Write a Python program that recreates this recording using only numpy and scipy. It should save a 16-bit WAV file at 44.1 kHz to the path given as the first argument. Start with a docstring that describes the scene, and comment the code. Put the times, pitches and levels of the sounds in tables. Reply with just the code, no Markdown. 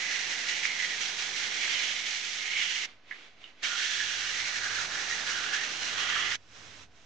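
"""Wet sandpaper is pressed against a spinning vase of wood and resin: grit hisses and bites (filtered grains),
the paper rings and snaps (resonances, bursts) and squeals (sinking tones) under the cupped hand. The paper
lifts, and the wet surface swishes (granular noise), squeaks and ticks (bursts); then a second stroke follows.
At the end a bare palm wipes the piece (granular noise). Throughout, the lathe hums in mains harmonics, rumbles
and whirrs in shaped noise; thin steady tones sound during the strokes, and low flutter comes in spells."""
import sys
import numpy as np
from scipy import signal
from scipy.fft import rfft, irfft
from scipy.io import wavfile

SR = 44100
rng = np.random.default_rng(int(sys.argv[2]) if len(sys.argv) > 2 else 0)


def unload_wav(signal):
    """Save mono or channel-first audio to the path in sys.argv[1] as 16-bit WAV at rate SR, clipped to [-1, 1]."""
    wavfile.write(
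        sys.argv[1],
        SR,
        np.round(np.clip(np.atleast_2d(signal).T, -1, 1) * 32767).astype(np.int16),
    )


N = 310905
T = np.arange(N) / SR
MAINS_HZ = 50
TOUCH_S = 0.005  # time constant with which the strokes' sounds come and go

# paper pressed on the piece: (start [s], end [s], rotation [turns/s], first meeting with the high spot [s])
STROKE_TIMES = [(0.0, 2.856, 11.24, .041), (3.633, 6.356, 11.14, 3.666)]
# the hand at work, one curve a stroke:
# (time [s], pressure as relative hiss level [dB], relative paper ring level [dB], paper resonance [Hz])
HAND_CURVES = [
    [(0.0, -38.5, -31.5, 2030), (0.36, -39.5, -36.5, 1910), (0.58, -39, -35, 2040),
     (0.68, -41.5, -35, 2200), (0.88, -40, -33, 1920), (1.0, -39.5, -44, 2150), (1.14, -40.5, -47, 2170),
     (1.42, -40.5, -40, 2080), (1.51, -40, -37.5, 2130.0), (1.63, -37, -30, 2160), (1.85, -37, -34, 2120),
     (2.02, -41.0, -36.5, 2190.0), (2.12, -42.5, -44.5, 2100.0), (2.3, -39.5, -40, 2110),
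     (2.5, -41.5, -31.5, 2160), (2.6, -38.5, -27, 2210), (2.7, -39, -36.5, 2080),
     (2.86, -40.5, -33.5, 2150.0)],
    [(3.63, -37.5, -37, 1800.0), (3.765, -39, -50, 1550), (3.795, -37, -38, 1710), (4.25, -38.0, -37, 1580),
     (4.45, -37.5, -35, 2180), (4.66, -40.5, -35.5, 1520), (4.82, -35.5, -35.5, 1680),
     (4.88, -42, -45, 1700), (4.96, -37.5, -35, 1630), (5.11, -40.0, -41, 1960), (5.44, -39.5, -34.5, 1490),
     (5.63, -41, -33, 1870), (5.74, -40.5, -51, 1880.0), (6.15, -38.5, -27.5, 1910), (6.36, -39, -35, 2000)],
]
# the hand cupping the paper, one curve a stroke: (time [s], lowest radiated frequency [Hz],
# upper resonance relative to pressure [dB], level of the shaken wood [dB], upper resonance [Hz])
CUP_CURVES = [
    [(0, 1660, -4.5, -52.5, 2660), (.9, 1670, -1, -53.5, 3200), (1.4, 1580, -5.5, -52.5, 3270),
     (1.75, 1660, 4.5, -52, 3100), (2.28, 1790, -4.5, -59, 3220), (2.6, 1650, 6, -57, 3050),
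     (2.86, 1740, 0, -59.5, 2920)],
    [(3.63, 1470, 0.5, -55.5, 3060), (3.95, 1630, 1, -58.5, 3300), (4.35, 1560, -4, -55, 2950),
     (4.85, 1415, -22, -50.5, 3000), (5.4, 1440, 0, -50.5, 3000), (5.85, 1450, -1.5, -51.5, 2930),
     (6.18, 1030, 7, -48, 3130), (6.36, 1530, 0, -52, 2970)],
]
# spectrum of the scraping grit: (frequency [Hz], relative density [dB/Hz])
GRIT_SPECTRUM = [(1500, 1.5), (2500, 0), (3150, -3), (3700, -1), (4200, -3.5), (4700, -3.5), (5300, -3),
                 (5900, -3), (6500, -4.5), (7300, -10.5), (8000, -21), (8700, -23), (9400, -32),
                 (10000, -63)]


def sanding(width_hz=480, upper_width_hz=540, sing_gain=.8, sing_width_hz=80, skirt=14, leak_db=-24,
            hiss_db=4.5, ring_db=-3.5, upper_db=-0.5, frame=512):
    """Source-filter principle: scraping grains excite the paper's modes, and the cupped hand high-passes them."""
    grit = through_vase(pair(grains(7000, 2.44, 0.73)))
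    flutter = through_vase(pair(grains(2400, 0.98, 0.99)))
    # coarse grains break loose with sharp ticks, about 70 a second
    grit = grit + .2 * grains(70, 1.2, 0)[0] * amp([[-2], [2]])
    out = np.zeros((2, N))
    for (start, end, turn_hz, high_spot), hand, cup in zip(STROKE_TIMES, HAND_CURVES, CUP_CURVES):
        grip = chatter(turn_hz, high_spot)
        hz, t, scrape = signal.stft(grit * grip, SR, nperseg=frame)
        slaps = signal.stft(flutter * grip, SR, nperseg=frame)[2]
        f = hz[:, None] + 1
        pressure_db = follow(hand, t, axis=1)
        paper_hz = follow(hand, t, axis=3)
        # the gap under the hand lets out mainly sound above its own pitch
        leak = amp(leak_db) * f / (f + 300)
        radiated = leak + 1 / np.sqrt(1 + (follow(cup, t, axis=1) / f) ** skirt)
        hiss = levelled(amp(read(GRIT_SPECTRUM, f)) * radiated, pressure_db + hiss_db)
        # the tightest patch of paper sings, narrowly and unsteadily, inside the broad mode
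        drift = 1 + .012 * np.interp(t, T, wander(6))
        lower = hump(f, paper_hz, width_hz) + sing_gain * hump(f, paper_hz * drift, sing_width_hz)
        lower = levelled(lower * radiated, ring_db + follow(hand, t, axis=2))
        upper = hump(f, follow(cup, t, axis=4), upper_width_hz)
        upper = levelled(upper, pressure_db + upper_db + follow(cup, t, axis=2))
        spectrum = scrape * hiss + slaps * np.hypot(lower, upper)
        stroke = signal.istft(spectrum, SR, nperseg=frame)[1][:, :N]
        out += stroke * contact(start, end, TOUCH_S, TOUCH_S)
    return out


# short rasps as the grit bites in: (start [s], end [s], jump of the grip before evening [dB])
BITE_TIMES = [(0.113, 0.184, 2), (0.308, 0.32, 2.5), (0.487, 0.502, 4), (0.634, 0.665, 4.5),
              (0.798, 0.844, 3), (1.012, 1.017, 5.5), (1.054, 1.082, 2.5), (1.189, 1.243, 3.5),
              (1.366, 1.446, 4), (2.063, 2.167, 4.5), (2.574, 2.64, 1), (2.748, 2.776, 2.5),
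              (3.64, 3.667, 2), (3.789, 3.857, 1.5), (3.955, 3.976, 1.5), (4.558, 4.571, 2),
              (4.64, 4.662, 3), (5.094, 5.152, 3), (5.273, 5.323, 3.5), (5.532, 5.564, 4),
              (5.638, 5.642, 4.5), (5.831, 5.875, 3), (5.981, 6.015, 2.5), (6.313, 6.32, 2.5)]


def chatter(turn_hz, high_spot, turn_db=0.47, hand_db=0.44, hand_hz=30, ripple_db=-0.14,
            bite_rise_s=0.0058, bite_fall_s=0.023):
    """Amplitude modulation: the grip swells once a turn, bites, trembles with the hand, ripples with the motor."""
    turn = np.cos(2 * np.pi * turn_hz * (T - high_spot))
    bites = sum(db * contact(start, end, bite_rise_s, bite_fall_s) for start, end, db in BITE_TIMES)
    ripple = np.sin(2 * np.pi * MAINS_HZ * T)
    tremble = hand_db * wander(hand_hz)
    return evened(amp(turn_db * turn + bites + tremble + ripple_db * ripple))


# modes of the vase and notches between them: (frequency [Hz], width [Hz], boost or cut [dB])
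VASE_MODES = [(1197, 64, 7), (1430, 54, 4.5), (1700, 78, 1.5), (1930, 45, 1.5), (2070, 40, 0.5),
              (2265, 41, 2.5), (2340, 37, 1), (2840, 60, 1.5), (2920, 50, 1), (3120, 40, -2.5),
              (3240, 50, 2.5), (3400, 84, 1), (3930, 64, 3), (4230, 70, 5), (5880, 170, 3), (6270, 90, 1)]


def through_vase(x, size=4096):
    """Modal resonance: the vase's own narrow modes stand out of whatever rubs on it."""
    f = np.fft.rfftfreq(size, 1 / SR)
    gain = amp(sum(db * hump(f, hz, width) for hz, width, db in VASE_MODES))
    fine_gain = np.interp(np.fft.rfftfreq(N, 1 / SR), f, gain)
    return evened(irfft(rfft(x) * fine_gain, N))


# spectrum of the shaken wood: (frequency [Hz], relative density [dB/Hz])
WOOD_SPECTRUM = [(50, -51.5), (85, -23), (150, -3.5), (220, -3.5), (420, 0), (560, -1.5), (780, 3),
                 (1100, -1), (2000, -30)]


def workpiece(release_s=0.003):
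    """Structure-borne sound: the drag of the paper shakes the wood itself, a dull rush under the hiss."""
    level = sum(amp(follow(cup, T, axis=3)) * contact(start, end, TOUCH_S, release_s)
                for (start, end, *_), cup in zip(STROKE_TIMES, CUP_CURVES))
    return pair(colour(noise(), WOOD_SPECTRUM), left_db=0.9) * level


# sinking stick-slip tones of the paper: (start [s], end [s], nominal level [dB], starting pitch [Hz])
SQUEAL_TONES = [(0.658, 0.758, -40.5, 2175), (0.803, 0.849, -35, 2013), (.918, 0.953, -41, 1886),
                (3.708, 3.76, -39, 1438), (3.789, 3.86, -41.5, 1793), (3.997, 4.038, -37.5, 1720),
                (4.655, 4.675, -38, 1650), (4.786, 4.812, -40, 1422), (5.1, 5.148, -39, 1893)]


def squeals(sag_per_s=.5, waver=0.026, waver_hz=170, rough_db=3.5, edge_s=0.004, left_db=-6.5):
    """Stick-slip oscillation: the wet paper grabs and lets go in a hoarse, narrow tone that sinks as it lasts."""
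    unsteady, out = 1 + waver * wander(waver_hz), 0
    for start, end, db, hz in SQUEAL_TONES:
        sag = 1 - sag_per_s * (np.clip(T, start, end) - start)
        phase = 2 * np.pi * np.cumsum(hz * unsteady * sag) / SR
        out = out + amp(db) * contact(start, end, edge_s, edge_s) * np.sqrt(2) * np.sin(phase)
    roughness = evened(amp(rough_db * wander(waver_hz)))
    return out * roughness * amp([[left_db / 2], [-left_db / 2]])


# the paper catches and snaps: (time [s], nominal peak level [dB], pitch [Hz], length [s])
PAPER_SNAPS = [(.4928, -27, 2020, 0.0028), (.6322, -24.5, 2250, .0035), (.6508, -27, 2050, .003),
               (.6526, -14.7, 2270, .0024), (2.5391, -34, 2270, .002), (3.645, -27, 2285, 0.014),
               (5.5334, -27, 1730, 0.0042), (5.6327, -27, 1800, 0.0047), (6.162, -24, 1310, 0.0043),
               (6.318, -25, 1790, 0.0085)]
# wet squeaks, and a sharp tick at 3.44 s, between the strokes: (time [s], nominal peak level [dB], pitch [Hz],
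# length [s])
WET_SQUEAKS_AND_TICK = [(3.1062, -45, 1720, 0.0073), (3.1110, -27.5, 2050, 0.0033), (3.112, -35, 1706, .007),
                        (3.1175, -38, 2200, 0.0059), (3.1222, -33, 1940, 0.0041), (3.4396, -48, 3730, 0.0067),
                        (3.4396, -37.5, 2960, 0.0053), (3.4414, -39, 1800, 0.00033), (3.4412, -48, 4460, 0.00034),
                        (3.4595, -46, 2900, 0.0044), (3.475, -53, 2980, 0.0069)]


def slips(rows, left_db, rasp, room_db, t60):
    """Transient stick-slip: short bursts with uneven cycles, followed by the decaying ring of the workshop."""
    dry, jitter = np.zeros(N), rasp * wander(550)
    for s, db, hz, length in rows:
        u = np.clip(2 * (T - s) / length, 0, 10)
        envelope = u ** 2 * np.exp(1 - u ** 2)
        dry += amp(db) * envelope * np.sin(2 * np.pi * hz * (T - s) + jitter)
    # so small a patch radiates little bass
    dry = signal.sosfilt(signal.butter(4, 1150, "high", fs=SR, output="sos"), dry)
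    tail = noise(channels=2)[:, :SR // 2] * amp(-60 * T[:SR // 2] / t60)
    room = signal.fftconvolve(dry[None], tail / np.linalg.norm(tail[0]), axes=1)[:, :N]
    return (dry + amp(room_db) * room) * amp([[left_db / 2], [-left_db / 2]])


# water swishing while the paper is off: (start [s], end [s], relative level before sagging [dB])
SWISH_TIMES = [(2.86, 2.895, -48.5), (3.11, 3.265, -48), (3.33, 3.39, -63), (3.42, 3.49, -51.5),
               (3.61, 3.63, -52)]
# spectrum of the swishing water film: (frequency [Hz], relative density [dB/Hz])
FILM_SPECTRUM = [(88, -44), (150, -20.5), (272, -12.5), (900, -15.5), (1800, -9.5), (2200, -5), (2480, -8),
                 (3400, -9), (5500, -20), (6500, -20.5), (9810, -50)]
# the palm sliding on the wet piece: (start [s], end [s], relative level before sagging [dB])
WIPE_TIMES = [(6.37, 6.52, -66), (6.56, 6.835, -51.5), (6.97, 7.05, -62)]
# spectrum of the sliding palm: (frequency [Hz], relative density [dB/Hz])
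PALM_SPECTRUM = [(71, -29), (120, -7), (220, -12.5), (400, -11), (900, -12.5), (1600, -8), (3100, -8.5),
                 (4050, -11), (4520, -14), (5900, -10.5), (7310, -19), (9810, -44)]


def wet_rub(rows, spectrum, level_db, left_db, rough_db, rise_s, fall_s, sag_db_per_s):
    """Granular friction noise: water dragged over the surface swells, sags as the film thins, and fades."""
    fizz = pair(colour(grains(6000, 1.1, 1.3), spectrum), left_db)
    fizz = fizz * evened(amp(rough_db * wander(150)))
    power = 0
    for start, end, db in rows:
        sag_db = sag_db_per_s * (np.clip(T, start, end) - start)
        power = power + (amp(level_db + db - sag_db) * contact(start, end, rise_s, fall_s)) ** 2
    return fizz * np.sqrt(power)


# hum, mostly stronger during the strokes and fainter between them:
# (frequency [Hz], nominal rms during strokes [dB], nominal rms between strokes [dB])
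HUM_LINES = [(100, -83, -88), (200, -78, -84), (250, -73, -80), (300, -80, -81), (400, -72, -85),
             (900, -73, -85), (1000, -75, -85), (1500, -79, -81)]
# shaking of the lathe bed: (time [s], relative level [dB])
RUMBLE_CURVE = [(0, -68), (1.8, -64.5), (2.3, -72.5), (3.92, -77), (4.01, -60), (4.8, -55), (5.33, -60),
                (5.5, -65.5), (5.8, -61), (6.33, -52.5), (6.38, -64), (6.48, -65), (6.54, -60), (6.82, -57),
                (6.86, -63)]
# spectrum of the bed's rumble: (frequency [Hz], relative density [dB/Hz])
BED_SPECTRUM = [(20, -15), (40, -12.5), (52, -4.5), (65, -7), (85, -6.5), (100, -8.5), (118, -8.5),
                (200, -19), (500, -57)]
# spectrum of the bearings' whirr: (frequency [Hz], relative density [dB/Hz])
WHIRR_SPECTRUM = [(25, -1.5), (60, 0), (250, -1), (600, 1.5), (720, 4), (785, 1), (860, -4.5), (1500, 0),
                  (3300, -5), (6000, -12), (8000, -34), (10000, -65)]


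def lathe(rumble_db=-9.0, drone_db=-11, drone_hz=100, waver_db=1.5, edge_s=0.012, whirr_db=-64.5):
    """Harmonic and broadband machine noise: mains hum, the bed's rumble and drone, the bearings' whirr."""
    in_stroke = sum(contact(start, end, edge_s, edge_s) for start, end, *_ in STROKE_TIMES)
    shake = amp(follow(RUMBLE_CURVE, T))
    hum = 0
    for hz, during_db, between_db in HUM_LINES:
        # the hum line next to the bed's resonance swells with its shaking
        drone = amp(drone_db) * shake * (abs(hz - drone_hz) < MAINS_HZ / 2)
        level = amp(between_db + (during_db - between_db) * in_stroke)
        hum = hum + (level + drone) * mains_tone(hz)
    rumble = amp(rumble_db) * shake * pair(colour(noise(), BED_SPECTRUM), apart_db=3.5)
    whirr = pair(colour(noise(), WHIRR_SPECTRUM), left_db=0.5, apart_db=-10.0) * amp(whirr_db)
    return hum * amp(waver_db * wander(2.0)) + rumble + whirr


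def mains_tone(hz):
    """Harmonic locking: a tone with an rms of one at the nearest multiple of the mains frequency."""
    locked_hz = MAINS_HZ * round(hz / MAINS_HZ)
    return np.sqrt(2) * np.sin(2 * np.pi * (locked_hz * T + rng.random()))


# thin steady tones heard during the sanding strokes: (frequency [Hz], nominal rms [dB])
THIN_TONES = [(784, -71.5), (1265, -63.5), (5599, -64), (6000, -64.5), (6551, -67), (7984, -80.5),
              (8017, -80.5)]


def whine(waver_db=-2.0):
    """Sum of pure tones: thin, steady pitches with a slowly wavering level, heard during the strokes."""
    in_stroke = sum(contact(start, end, TOUCH_S, TOUCH_S) for start, end, *_ in STROKE_TIMES)
    tones = sum(amp(db) * np.sqrt(2) * np.sin(2 * np.pi * hz * T) for hz, db in THIN_TONES)
    return in_stroke * amp(waver_db * wander(2)) * tones


# spells of low flutter: (start [s], end [s], level [dB])
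FLUTTER_SPELLS = [(4.01, 4.07, -69), (4.76, 4.9, -62), (5.83, 6.348, -58)]


def buffet(centre_hz=80, width_hz=16, swell_s=.03):
    """Antiphase narrow-band noise: a low flutter in spells, of opposite sign in the two channels."""
    f = np.fft.rfftfreq(N, 1 / SR)
    flutter = evened(irfft(rfft(rng.standard_normal(N)) * hump(f, centre_hz, width_hz), N))
    level = sum(amp(db) * contact(start, end, swell_s, swell_s) for start, end, db in FLUTTER_SPELLS)
    return np.outer([1, -1], flutter * level)


# likeness of the two microphones: (frequency [Hz], shared fraction of the power [0-1])
LIKENESS = [(60, 0.5), (200, 0.52), (400, 0.62), (1000, 0.6), (2000, 0.39), (4000, 0.38), (9000, 0.41)]
# balance of the two microphones: (frequency [Hz], left minus right before any source's own shift [dB])
BALANCE = [(60, -3.5), (140, -0.5), (320, -1.5), (750, -3), (1740, -7.5), (4030, -6.5), (9360, -5)]


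def pair(three, left_db=0, apart_db=0):
    """Partial coherence: mixes one shared and two separate signals into two microphones."""
    hz = np.fft.rfftfreq(N, 1 / SR)
    z, same = rfft(three), np.clip(read(LIKENESS, hz), 0, 1)
    lean = amp(np.outer([.5, -.5], read(BALANCE, hz) + left_db))
    both = (np.sqrt(same) * z[0] + amp(apart_db) * np.sqrt(1 - same) * z[1:]) * lean
    return irfft(both / np.sqrt(((lean ** 2).sum(0) + 2 * same) / 4), N)


def grains(per_s, spread_db, smooth, channels=3):
    """Shot noise: random tiny impacts of uneven size over a bed of smooth noise."""
    size = amp(spread_db * np.minimum(rng.exponential(1, (channels, N)), 4))
    hits = size * np.sign(noise(channels)) * (rng.random((channels, N)) < per_s / SR)
    return evened(evened(hits) + smooth * noise(channels))


def noise(channels=3):
    """White noise: independent random samples in each channel."""
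    return rng.standard_normal((channels, N))


def wander(hz):
    """Band-limited random modulation: smooth chance with an rms of one, mostly up to about hz."""
    ratio = np.fft.rfftfreq(N, 1 / SR) / hz
    return evened(irfft(rfft(rng.standard_normal(N)) * ratio / (1 + ratio ** 2) ** 2, N))


def contact(start, end, rise, fall):
    """Exponential envelope: one while a touch lasts, swelling before it and dying away after it."""
    return np.exp(-np.clip(np.maximum((start - T) / rise, (T - end) / fall), 0, 20))


def hump(f, centre, width):
    """Resonance curve: the gain of one mode."""
    return (1 + ((f - centre) / width) ** 2) ** -1.4


def levelled(gains, db):
    """Power normalization: scales each frame of a filter by its mean square gain to the level db."""
    return gains * amp(db) / np.sqrt((gains ** 2).mean(0))


def colour(x, points):
    """Spectral shaping: gives a signal a fixed spectrum, at an rms of one."""
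    return evened(irfft(rfft(x) * amp(read(points, np.fft.rfftfreq(N, 1 / SR))), N))


def read(points, hz):
    """Logarithmic frequency scale: interpolates a spectrum table along it."""
    f, value = np.transpose(points)
    return np.interp(np.log(hz + 1), np.log(f + 1), value)


def follow(rows, t, axis=1):
    """Linear interpolation: reads one column of a curve at the times t."""
    rows = np.asarray(rows)
    return np.interp(t, rows[:, 0], rows[:, axis])


def evened(x):
    """Root-mean-square normalization: scales to an rms of one."""
    return x / np.sqrt(np.mean(x ** 2) + 1e-20)


def amp(db):
    """Decibel law: converts a level to an amplitude gain."""
    return 10 ** (np.asarray(db) / 20)


def scene():
    """Superposition: two sanding strokes, the wet pause and the final wipe, over the running lathe."""
    snaps = slips(PAPER_SNAPS, left_db=-6, rasp=0.4, room_db=-8, t60=.12)
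    squeaks = slips(WET_SQUEAKS_AND_TICK, left_db=-8.0, rasp=0.34, room_db=-3.0, t60=0.2)
    swish = wet_rub(SWISH_TIMES, FILM_SPECTRUM, level_db=-4.0, left_db=2.5, rough_db=-0.5,
                    rise_s=0.038, fall_s=0.052, sag_db_per_s=10.5)
    wipe = wet_rub(WIPE_TIMES, PALM_SPECTRUM, level_db=0.4, left_db=0.0, rough_db=0.0,
                   rise_s=0.055, fall_s=0.019, sag_db_per_s=3.0)
    strokes = sanding() + workpiece() + snaps + squeals()
    wet_surface = squeaks + swish + wipe
    return strokes + wet_surface + lathe() + whine() + buffet()


def record(dry, edge_hz=9900, offset=.0013):
    """Band limitation: a steep low-pass removes the top treble, and a slight constant offset is added."""
    edge = signal.firwin(401, edge_hz, window=("kaiser", 9), fs=SR)
    return signal.oaconvolve(dry, edge[None], "same") + offset


dry = scene()
out = record(dry)
unload_wav(out)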